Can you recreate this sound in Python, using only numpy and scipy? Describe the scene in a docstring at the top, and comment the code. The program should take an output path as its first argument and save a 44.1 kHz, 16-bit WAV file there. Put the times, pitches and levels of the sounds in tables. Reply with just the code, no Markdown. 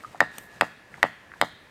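"""A rustle and a few small knocks in a quiet wood, then four even hammer blows on a felling wedge in a large tree.
Each blow layers a noise crack, a short clang of steel modes and a knock shaped from a spectrum.
The knock runs along the trunk and returns three times, bass last; trunk and steel ring on, bark shivers.
Noise tails scatter the sound among ground, brush and trees; rustles, small knocks and a twig snap fill the gaps.
"""
import sys
import numpy as np
from scipy import signal
from scipy.fft import rfft, irfft
from scipy.io import wavfile
from scipy.ndimage import uniform_filter1d

SR = 44100
rng = np.random.default_rng(int(sys.argv[2]) if len(sys.argv) > 2 else 0)


def dump(signal):
    """Clip the signal to [-1, 1] and save it as 16-bit WAV at the path in sys.argv[1]."""
    limited = np.clip(np.atleast_2d(signal).T, -1, 1)
    pcm = np.round(limited * 32767).astype(np.int16)
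    wavfile.write(sys.argv[1], SR, pcm)


N = 74970  # length in samples


def amp(db):
    """Decibels to gain."""
    return 10 ** (np.asarray(db) / 20)


def read(points, hz, axis=1):
    """One column of a table, joined on a log-frequency axis."""
    table = np.transpose(points)
    return np.interp(np.log(hz + 1), np.log(table[0] + 1), table[axis])


def unit(x):
    """Scales to rms 1."""
    return x / np.sqrt(np.mean(x ** 2) + 1e-20)


def colour(x, points):
    """Filters by a table of gains over frequency."""
    gain = amp(read(points, np.fft.rfftfreq(len(x), 1 / SR)))
    return irfft(rfft(x) * gain, len(x))


def noise(points):
    """White noise filtered by a table of gains."""
    return colour(rng.standard_normal(N), points)


def time_from(start):
    """Time axis in seconds, zero at the event."""
    return np.arange(N) / SR - start


def strike(t, rise, t60):
    """Envelope that swells up to t = 0, then dies away by 60 dB per t60."""
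    swell = np.clip(1 + t / rise, 0, 1) ** 2
    return swell * amp(-60 * np.maximum(t, 0) / t60)


# still forest, spectral shape before its overall level is set [f/Hz, level/dB]
FOREST_AIR = [(15, -3), (35, 4), (75, -2), (150, -1.5), (317, -3.5), (600, -5), (1070, -7), (1520, -7.5),
              (1820, -1), (2160, -9.5), (2550, -11), (2910, -17.5), (4140, -19.5), (12500, -31.5),
              (16000, -38)]
AIR_DB, AIR_PATCH_DB = -53.5, 1  # overall rms, rms depth of the patches


def forest_air():
    """Quiet background: coloured noise whose level drifts gently in patches of time and frequency."""
    hz, _, z = signal.stft(rng.standard_normal(N), SR, nperseg=1024, noverlap=768)
    patches = uniform_filter1d(rng.standard_normal(z.shape), size=12, axis=0)
    patches = unit(uniform_filter1d(patches, size=14, axis=1))
    z = z * amp(read(FOREST_AIR, hz)[:, None] + AIR_PATCH_DB * patches)
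    air = signal.istft(z, SR, nperseg=1024, noverlap=768)[1][:N]
    return amp(AIR_DB) * unit(air)


# scatter from nearby ground and brush, before the build-up [f/Hz, level/dB, T60/s]
NEAR_SCATTER = [(100, -23, .2), (400, -21, .14), (900, -14.5, .12), (1400, -13, .12), (1900, -12.5, .13),
                (3500, -13, .13), (6000, -20, .14), (15000, -24, .12)]
# scatter from the far trees, before the build-up [f/Hz, level/dB, T60/s]
FAR_SCATTER = [(100, -33, 0.33), (507, -12.5, 0.29), (1040, -16.5, 0.27), (2000, -23.5, 0.81),
               (3970, -14, 0.83), (5350, -28, 0.41), (8000, -20.5, .35), (15000, -30, 0.22)]


def scatter(x, bands, build_s):
    """A diffuse one-second noise tail that builds up, each band dying at its own speed."""
    hz, t, z = signal.stft(rng.standard_normal(SR), SR, nperseg=256)
    t60 = read(bands, hz, axis=2)[:, None]
    decay = amp(read(bands, hz)[:, None] - 60 * t / t60)
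    same_energy = np.sqrt(2 * np.log(1000) / (t60 * SR))  # a longer decay starts lower
    tail = signal.istft(z * decay * same_energy, SR, nperseg=256)[1][:SR]
    tail = tail * np.minimum(np.arange(SR) / SR / build_s, 1)
    return signal.fftconvolve(x, tail)[:N]


# rustles of clothing and brush as the hammer swings, level and tilt on top of the common colour
# [t/s (middle), level/dB, width/s (standard deviation), treble tilt/dB per octave]
RUSTLES = [(0.021, -4.5, 0.042, -3), (.115, -4.5, 0.074, -6.5), (0.361, 1.5, 0.032, -4.5),
           (0.424, -1, 0.034, 7.5), (.56, -4, .05, -7), (.97, -5, 0.044, -8), (1.38, -9, 0.038, -7)]
# their common colour, before each rustle's level and tilt [f/Hz, level/dB]
RUSTLE_COLOUR = [(200, -43.5), (2000, -50.5), (5500, -57.5), (8500, -54), (11000, -61), (13400, -56),
                 (16000, -74)]
RUSTLE_PIVOT_HZ, RUSTLE_GRAIN_DB, RUSTLE_GRAIN_S = 7900, 2.5, 0.0016


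def rustle(middle, db, width, tilt_db):
    """A soft swell of hiss, made grainy by fast random level changes."""
    # the tilt stops one octave below the pivot
    tilted = [(hz, level + tilt_db * max(np.log2(hz / RUSTLE_PIVOT_HZ), -1)) for hz, level in RUSTLE_COLOUR]
    flutter = uniform_filter1d(rng.standard_normal(N), max(int(RUSTLE_GRAIN_S * SR), 1))
    grain = amp(RUSTLE_GRAIN_DB * unit(flutter))
    swell = np.exp(-(time_from(middle) / width) ** 2 / 2)
    return amp(db) * noise(tilted) * grain * swell


# colour of the twig snap [f/Hz, level/dB]
TWIG_COLOUR = [(60, -44), (250, -22.5), (1500, -24.5), (3000, -26), (5300, -35), (6200, -20), (7000, -31),
               (8800, -21.5), (10800, -41), (13400, -24), (16000, -50)]
SNAP_S, SNAP_T60_S, SNAP_RISE_S = .3832, 0.015, 0.0022


def twig_snap():
    """A bright, short snap: coloured noise under a fast decay."""
    return noise(TWIG_COLOUR) * strike(time_from(SNAP_S), SNAP_RISE_S, SNAP_T60_S)


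# small knocks of tool and footing [t/s, level/dB, f/Hz, T60/s, noisy share/0-1]
SMALL_KNOCKS = [(.0065, -40, 1860, 0.016, 0.6), (.0375, -32, 1270, 0.021, .01),
                (.0472, -27, 1248, .04, .01), (.1474, -32, 750, .014, 0.64), (0.156, -36.5, 1340, .025, .7),
                (0.942, -33, 1670, 0.019, 0.81), (.9795, -34, 790, 0.028, 0.4),
                (1.318, -34, 1750, 0.014, 0.67), (1.3386, -28.5, 1570, 0.0096, 0.41),
                (1.359, -36.5, 810, .014, 0.5)]
KNOCK_RISE_S, KNOCK_WIDTH_OCT = 0.0011, 0.46


def small_knock(start, db, pitch_hz, t60, noisy):
    """A light knock: one short mode mixed with a scuff of noise around its pitch."""
    t, hz = time_from(start), np.fft.rfftfreq(N, 1 / SR)
    band = 1 / (1 + (np.log2((hz + 1) / pitch_hz) / KNOCK_WIDTH_OCT) ** 4)
    scuff = unit(irfft(rfft(rng.standard_normal(N)) * band, N))
    mode = np.sin(2 * np.pi * pitch_hz * t)
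    share = np.clip(noisy, 0, 1)
    return amp(db) * strike(t, KNOCK_RISE_S, t60) * (share * scuff + (1 - share) * mode)


CONTACT_S = 0.00084  # from first touch to full force


def ring(t, modes):
    """Decaying modes, all pushed inward by the blow."""
    total = 0
    for hz, db, t60 in modes:
        total = total - amp(db) * strike(t, CONTACT_S, t60) * np.cos(2 * np.pi * hz * t)
    return total


# loose bark and needles, before the blow's crack level is added [f/Hz, level/dB]
SHIVER_COLOUR = [(1500, -73), (4000, -57), (7000, -47.5), (10000, -56), (14000, -58.5), (16000, -66)]
SHIVER_PEAK_S, SHIVER_T60_S = 0.031, 0.28


def bark_shiver(t, crack_db):
    """Bark and needles shiver after a blow: hiss that swells, then fades."""
    return amp(crack_db) * noise(SHIVER_COLOUR) * strike(t - SHIVER_PEAK_S, SHIVER_PEAK_S, SHIVER_T60_S)


# lingering tones of the steel, before the blow's level and length factor [f/Hz, level/dB, T60/s]
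STEEL_TONES = [(1707, -46, 2.5), (1830, -46, .8), (1866, -56, .5), (1952, -60, .8), (2126, -62, .6)]


def steel_singing(t, sing_db, sing_length):
    """The steel sings on faintly in a few slowly dying tones."""
    return ring(t, [(hz, db + sing_db, t60 * sing_length) for hz, db, t60 in STEEL_TONES])


# low modes of the trunk, before the blow's knock level is added [f/Hz, level/dB, T60/s]
TRUNK_MODES = [(76.7, -62, 0.88), (118, -45, 0.32), (166.8, -43, 0.34), (228, -42.5, 0.26),
               (297.4, -46, 0.31)]


def trunk_ring(t, knock_db):
    """The trunk resonates in low modes, as loud as the knock drives it."""
    return amp(knock_db) * ring(t, TRUNK_MODES)


# returns of the knock through the trunk [delay/s, polarity/+1 or -1]
TRUNK_TRIPS = [(.0102, 1), (.0217, -1), (.0333, 1)]
# level of each return, on top of the colour below [level/dB]
TRIP_LEVELS = [0, -10, -21]
# what every return keeps of the knock, before its own level [f/Hz, level/dB]
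TRIP_COLOUR = [(50, -9), (160, -5), (300, 3.5), (420, 0.5), (620, 2.5), (850, 0.5), (1200, -2), (1550, -21),
               (2200, -9), (5000, -55)]
BASS_LAG_CYCLES, BASS_LAG_HZ, BASS_LAG_POWER = 2.7, 135, 1.5


def trunk_returns(knock):
    """The knock comes back duller, its bass later on every trip."""
    hz = np.fft.rfftfreq(N, 1 / SR)
    # phase in cycles that falls with frequency, which delays the bass
    lag = BASS_LAG_CYCLES * np.exp(-(hz / BASS_LAG_HZ) ** BASS_LAG_POWER)
    trips = 0
    for trip, ((delay, sign), db) in enumerate(zip(TRUNK_TRIPS, TRIP_LEVELS), start=1):
        trips = trips + sign * amp(db) * np.exp(2j * np.pi * (trip * lag - hz * delay))
    return irfft(rfft(colour(knock, TRIP_COLOUR)) * trips, N)


# knock of the wedge in the wood, before the blow's knock level is added [f/Hz, level/dB]
KNOCK_SPECTRUM = [(30, -22), (80, -6), (150, 11.5), (300, 11), (400, 5.5), (520, 18.5), (800, 23.5),
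                  (1000, 18), (1450, 22.5), (1900, 16.5), (2300, 6), (3000, -19), (5000, 3), (16000, -25)]


def wedge_knock(start, knock_db):
    """The wedge thumps into the wood: an inward pulse with a set spectrum, faded in before the blow."""
    hz = np.fft.rfftfreq(N, 1 / SR)
    spectrum = amp(knock_db + read(KNOCK_SPECTRUM, hz)) * np.exp(-2j * np.pi * hz * start)
    return -irfft(spectrum, N) * np.clip(2 + time_from(start) / CONTACT_S, 0, 1)


# upper modes of the wedge, before the blow's level and tilt are added [f/Hz, level/dB, T60/s]
WEDGE_MODES = [(2768, -25.5, 0.014), (3113, -26.5, 0.015), (3725, -28.5, 0.023), (4270, -29, 0.021),
               (4780, -30, 0.018), (4900, -28, 0.014), (7440, -38, 0.014), (9200, -39, 0.018)]
SECOND_T60_S, TILT_PIVOT_HZ = 0.012, 3630


def wedge_clang(t, main_mode, second_hz, second_db, upper_db, tilt_db):
    """The wedge clangs: a main mode, a second one and a set of upper modes, all short."""
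    upper = [(hz, db + upper_db + tilt_db * np.log2(hz / TILT_PIVOT_HZ), t60) for hz, db, t60 in WEDGE_MODES]
    return ring(t, [main_mode, (second_hz, second_db, SECOND_T60_S)] + upper)


# steel on steel, before the blow's crack level is added [f/Hz, level/dB]
CRACK_COLOUR = [(500, -37), (1800, -0.5), (2600, 2), (4500, -15.5), (5600, -27.5), (8500, -15.5),
                (10500, -26.5), (14000, -21), (16500, -64)]
CRACK_T60_S, CRACK_LEAD_S = 0.0078, 0.00089


def steel_crack(t, crack_db):
    """Hammer meets wedge: a very short noise burst that peaks just ahead of the clang."""
    return amp(crack_db) * noise(CRACK_COLOUR) * strike(t + CRACK_LEAD_S, CONTACT_S / 2, CRACK_T60_S)


# hammer blows; knock, upper, crack and singing levels add to the tables above
# [t/s, knock level/dB, clang f/Hz, clang level/dB, clang T60/s, second mode f/Hz, second mode level/dB,
#  upper modes level/dB, their tilt/dB per octave, crack level/dB, singing level/dB, singing length/factor]
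BLOWS = [(.2057, 0.5, 1837, -3, 0.022, 2470, -28, -1.5, 1, -6, -2.5, 1.78),
         (.6117, 0, 1900, -8, 0.015, 2560, -18, -0.5, 1.5, -0.5, -24, 0.27),
         (1.0301, 0, 1904, -4, .015, 2610, -15, -7.5, -9, -3, -16, .8),
         (1.4147, 0, 1960, -9.5, .012, 2150, -17.5, 3.5, -2, 0, -12, 0.85)]


def blow(start, knock_db, clang_hz, clang_db, clang_t60, second_hz, second_db,
         upper_db, tilt_db, crack_db, sing_db, sing_length):
    """One blow: gives the hit itself and what rings on in trunk, bark and steel."""
    t = time_from(start)
    knock = wedge_knock(start, knock_db)
    clang = wedge_clang(t, (clang_hz, clang_db, clang_t60), second_hz, second_db, upper_db, tilt_db)
    hit = knock + clang + steel_crack(t, crack_db)
    after = trunk_returns(knock) + trunk_ring(t, knock_db)
    after = after + steel_singing(t, sing_db, sing_length) + bark_shiver(t, crack_db)
    return np.array([hit, after])


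def scene():
    """Blows and small sounds among the trees."""
    rustles = sum(rustle(*row) for row in RUSTLES)
    small_knocks = sum(small_knock(*row) for row in SMALL_KNOCKS)
    hits, after = sum(blow(*row) for row in BLOWS)
    direct = hits + small_knocks + twig_snap()
    wood = scatter(direct, NEAR_SCATTER, build_s=0.002) + scatter(direct, FAR_SCATTER, build_s=0.014)
    return (direct + after + wood + rustles + forest_air())[None]


CEILING, LOW_CUT_HZ, EDGE_HZ = .97, 62, 16200  # full scale is 1


def record(dry):
    """Clips whatever passes the ceiling, then cuts the lows and limits the band."""
    clipped = np.clip(dry, -CEILING, CEILING)
    low_cut = signal.lfilter(*signal.butter(2, LOW_CUT_HZ, "high", fs=SR), clipped)
    band_limit = signal.firwin(255, EDGE_HZ, window=("kaiser", 9), fs=SR)
    return signal.oaconvolve(low_cut, band_limit[None], "same")


dry = scene()
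out = record(dry)
dump(out)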